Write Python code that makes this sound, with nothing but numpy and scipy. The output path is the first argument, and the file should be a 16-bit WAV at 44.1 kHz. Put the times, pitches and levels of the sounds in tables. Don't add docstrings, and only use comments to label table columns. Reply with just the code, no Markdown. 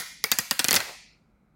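import sys
import numpy as np
from scipy import signal
from scipy.fft import rfft, irfft
from scipy.io import wavfile
from scipy.ndimage import uniform_filter1d

SR = 44100
rng = np.random.default_rng(int(sys.argv[2]) if len(sys.argv) > 2 else 0)


def wrap_up_sound(samples):
    columns = np.atleast_2d(samples).T
    tamed = np.clip(columns, -1, 1)
    steps = np.round(tamed * 32767).astype(np.int16)
    wavfile.write(sys.argv[1], SR, steps)


N = 68355


def undb(db):
    return 10 ** (np.asarray(db) / 20)


def unit(x):
    return x / np.sqrt(np.mean(x ** 2))


def above(x, hz):
    return signal.sosfilt(signal.butter(2, hz, "high", fs=SR, output="sos"), x)


def coloured(points, size):
    hz, db = np.array(points).T
    log_hz = np.log(np.maximum(np.fft.rfftfreq(size, 1 / SR), 1))
    gain = undb(np.interp(log_hz, np.log(hz), db))
    return unit(irfft(rfft(rng.standard_normal(size)) * gain, size))


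def ring(x, hz, t60):
    r = np.exp(-np.log(1000) / (t60 * SR))
    w = 2 * np.pi * hz / SR
    return signal.lfilter([2 * np.sin(w) * np.sqrt(1 - r)], [1, -2 * r * np.cos(w), r * r], x)


# pitch_hz [Hz], level_db [dB]
HUM_SPECTRUM = [(20, -29), (32, -14), (50, 0), (75, -12), (120, -11.5), (160, -3.5), (210, -7),
                (320, -16.5), (800, -23.5), (1100, -27), (1400, -23), (1800, -35), (2250, -28),
                (2900, -43.5), (3700, -45), (4000, -38), (4300, -47), (16000, -52)]
HUM_DB = -63.5


def hum():
    return undb(HUM_DB) * coloured(HUM_SPECTRUM, size=N)


# delay_s [s], level_db [dB]
NEAR_ECHOES = [(.0052, -16), (.0132, -17), (.0173, -16), (.0225, -21), (.029, -22)]
# pitch_hz [Hz], level_db [dB], t60_s [s] (time to fade by 60 dB)
ROOM_BANDS = [(125, -11.5, .25), (250, -9.5, .2), (500, -5.5, .18), (800, -9, 0.56), (1150, -5.5, .4),
              (1580, -6, 0.4), (1900, -10, 0.7), (2420, -8.5, .8), (3050, -11.5, 0.79), (4600, -12, 0.79),
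              (6500, -14, 0.78), (8850, -15.5, 0.74), (11900, -11.5, 0.55), (15500, -12, .5)]
ROOM_BUILD_S = 0.0027
EARLY_DB, EARLY_T60_S = -0.5, 0.084
ECHO_LOW_HZ = 10000
SIDES = 3


def room(side):
    t = np.arange(SR) / SR
    noise = rfft(rng.standard_normal(SR))
    log_hz = np.log(np.arange(SR // 2 + 1) + 1.)
    centres = np.log(np.array(ROOM_BANDS)[:, 0])
    tail = 0
    for k, (hz, db, t60) in enumerate(ROOM_BANDS):
        weight = np.interp(log_hz, centres, np.arange(len(ROOM_BANDS)) == k)
        band = irfft(noise * weight, SR)
        fade = undb(-60 * t / t60) + undb(EARLY_DB - 60 * t / EARLY_T60_S)
        tail = tail + band * fade * undb(db) / np.sqrt(SIDES * SR / 20)
    build_up = 1 - np.exp(-(t / ROOM_BUILD_S) ** 2)

    echoes = np.zeros(SR)
    for delay, db in NEAR_ECHOES[side::SIDES]:
        echoes[int(delay * SR)] = undb(db)
    return tail * build_up + above(echoes, ECHO_LOW_HZ)


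# time_s [s], level_db [dB]
RUSTLE_LOUDNESS = [(0.768, -80), (0.799, -38.5), (0.832, -46.5), (.875, -48.5), (0.896, -42.5),
                   (.91, -49.5), (0.929, -60), (.96, -61.5)]
# pitch_hz [Hz], level_db [dB]
RUSTLE_SPECTRUM = [(100, -12.5), (300, 0), (620, 8), (1200, 3.5), (2500, -2.5), (6000, -31)]
FLICKER_DB = 4


def rustle(t):
    time, db = np.array(RUSTLE_LOUDNESS).T
    steps = np.repeat(rng.standard_normal(len(t) // 128 + 1), 128)
    flicker = uniform_filter1d(steps, size=128)[:len(t)]
    level = np.interp(t, time, db, left=-120, right=-120) + FLICKER_DB * flicker
    return coloured(RUSTLE_SPECTRUM, size=len(t)) * undb(level)


# pitch_hz [Hz], level_db [dB], t60_s [s]
THUMP_MODES = [(99.5, -4, .05), (150, -4, 0.033), (228.5, -1, 0.038), (354, -3.5, 0.029), (500, 0.5, 0.053),
               (760, 0.5, .015)]
THUMP_LATE_S, PUSH_S = .0008, .0022
PUSH_HZ = 222
THUMP_FOCUS_DB = 8
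FOCUS_OCT, DETUNE = 0.31, 0.093


def thump(t, pitch):
    sound = 0
    for (f, db, t60), bend in zip(THUMP_MODES, rng.standard_normal(len(THUMP_MODES))):
        late = np.maximum(t - THUMP_LATE_S, 0) / (PUSH_S * max(PUSH_HZ / f, 1))
        push = late * np.exp(1 - late) * rng.standard_normal(len(t))
        focus = THUMP_FOCUS_DB * np.exp(-(np.log2(f / pitch) / FOCUS_OCT) ** 2)
        sound = sound + undb(db + focus) * unit(ring(push, f * (1 + DETUNE * bend), t60))
    return sound


# pitch_hz [Hz], level_db [dB], t60_s [s]
FILM_MODES = [(1050, -15.5, 0.0027), (1674, -6, 0.027), (2032, 4, 0.026), (2500, 0.5, 0.01),
              (3500, 1.5, .005), (4450, 5, 0.014), (5100, 3, 0.0017), (6310, -0.5, .004), (7830, 4.5, .003),
              (10100, -8.5, .003), (12500, -5.5, .002)]
FOCUS_DB = 2.5
SLIP_SPREAD_DB = 2.5
SHUDDER_RISE_S, SHUDDER_FALL_S = 0.0006, .004
TREBLE_FIRST = 0.86


def shudder(t, length, pitch):
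    boost = SLIP_SPREAD_DB * rng.exponential(size=len(t))
    slips = unit(rng.standard_normal(len(t)) * undb(boost))
    rise = 1 - np.exp(-t / SHUDDER_RISE_S)
    sound = 0
    for (f, db, t60), bend in zip(FILM_MODES, rng.standard_normal(len(FILM_MODES))):
        haste = max(f / pitch, 1) ** TREBLE_FIRST
        fall = np.exp(-np.maximum(t * haste - length, 0) / SHUDDER_FALL_S)
        focus = FOCUS_DB * np.exp(-(np.log2(f / pitch) / FOCUS_OCT) ** 2)
        sound = sound + undb(db + focus) * ring(slips * fall * rise, f * (1 + DETUNE * bend), t60)
    return sound


# pitch_hz [Hz], level_db [dB]
CRACK_SPECTRUM = [(180, -43), (300, -21.5), (1480, -2.5), (2700, -5.5), (4690, 1.5), (6450, 2), (12600, -2),
                  (16500, -4)]
CRACK_RISE_S, CRACK_FALL_S = 0.00039, .0004


def crack(t):
    burst = coloured(CRACK_SPECTRUM, size=len(t))
    return burst * (1 - np.exp(-t / CRACK_RISE_S)) * np.exp(-t / CRACK_FALL_S)


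CRACK_SPAN_S, BODY_SPAN_S = .00125, .005
CRACK_LOW_HZ, BASS_CUT_HZ = 880, 120


def sized(x, db, span):
    return undb(db) * x / np.sqrt(np.sum(x ** 2) / (span * SR))


def jerk(crack_db, shudder_db, length, shudder_hz, thump_db, thump_hz):
    t = np.arange(4096) / SR
    cracking = sized(crack(t), crack_db, CRACK_SPAN_S)
    shuddering = sized(shudder(t, length, shudder_hz), shudder_db, BODY_SPAN_S)
    thumping = sized(thump(t, thump_hz), thump_db, BODY_SPAN_S)
    return above(cracking + shuddering, CRACK_LOW_HZ) + above(thumping, BASS_CUT_HZ)


# start_s [s], crack_db [dB], shudder_db [dB], shudder_length_s [s],
# shudder_pitch_hz [Hz], thump_db [dB], thump_pitch_hz [Hz]
GLUE_JERKS = [(0.2404, -12, -20, .005, 1640, -33, 500), (0.3163, -10, -14.5, .006, 4500, -30.5, 260),
              (.3868, -10.5, -20, .005, 4500, -31, 230), (0.5105, -11.5, -18.5, .007, 2950, -30.5, 200),
              (0.5927, -13.5, -15.5, .007, 5753, -31, 230), (0.6439, -11.5, -20.5, .006, 4000, -30.5, 200),
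              (0.6843, -12, -18.5, .007, 3500, -28, 200), (.709, -11, -17, .009, 4800, -27.5, 250),
              (0.7292, -11.5, -20, .008, 2200, -27, 300), (.7417, -12, -19, .008, 5700, -29, 200),
              (0.754, -13.5, -23, .004, 2200, -30, 160), (.7614, -15.5, -15.5, .0025, 5400, -29.5, 150),
              (0.7654, -26, -17.5, .0045, 4900, -31.5, 120), (0.789, -48, -41.5, .004, 1900, -41, 150),
              (0.8024, -43, -24, .002, 2000, -44, 303.3), (0.8092, -44.5, -32.5, 0.0037, 2500, -44, 400)]
EARLIER_JERK = (-.012, -8, -16.5, -0.03, 1149.5, -32, 400)


def film(t):
    sound = above(rustle(t), BASS_CUT_HZ)
    for start, *settings in GLUE_JERKS + [EARLIER_JERK]:
        one_jerk = jerk(*settings)
        i = int((start - t[0]) * SR)
        sound[i:i + len(one_jerk)] += one_jerk
    return sound


def scene():
    lead = 4410
    t = (np.arange(N + lead) - lead) / SR
    heard = film(t)
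    for side in range(SIDES):
        heard = heard + signal.fftconvolve(film(t), room(side))[:len(t)]
    return heard[None, lead:]


GATE_DB, GATE_DEPTH_DB = -83.5, -15


def suppress(x):
    z = signal.stft(x, nperseg=512, noverlap=384)[2]
    power = uniform_filter1d(abs(z) ** 2, size=9, axis=1)
    power = uniform_filter1d(power, size=5, axis=2)
    opened = power ** 2 / (power ** 2 + undb(GATE_DB) ** 4)
    return signal.istft(z * undb(GATE_DEPTH_DB * (1 - opened)), nperseg=512, noverlap=384)[1][:, :N]


CEILING = 1.05
TOP_HZ = 16000


def record(dry):
    mixed = suppress(dry) + hum()
    rounded = mixed / (1 + (mixed / CEILING) ** 4) ** .25
    return signal.sosfilt(signal.ellip(8, .2, 80, TOP_HZ, fs=SR, output="sos"), rounded)


dry = scene()
out = record(dry)
wrap_up_sound(out)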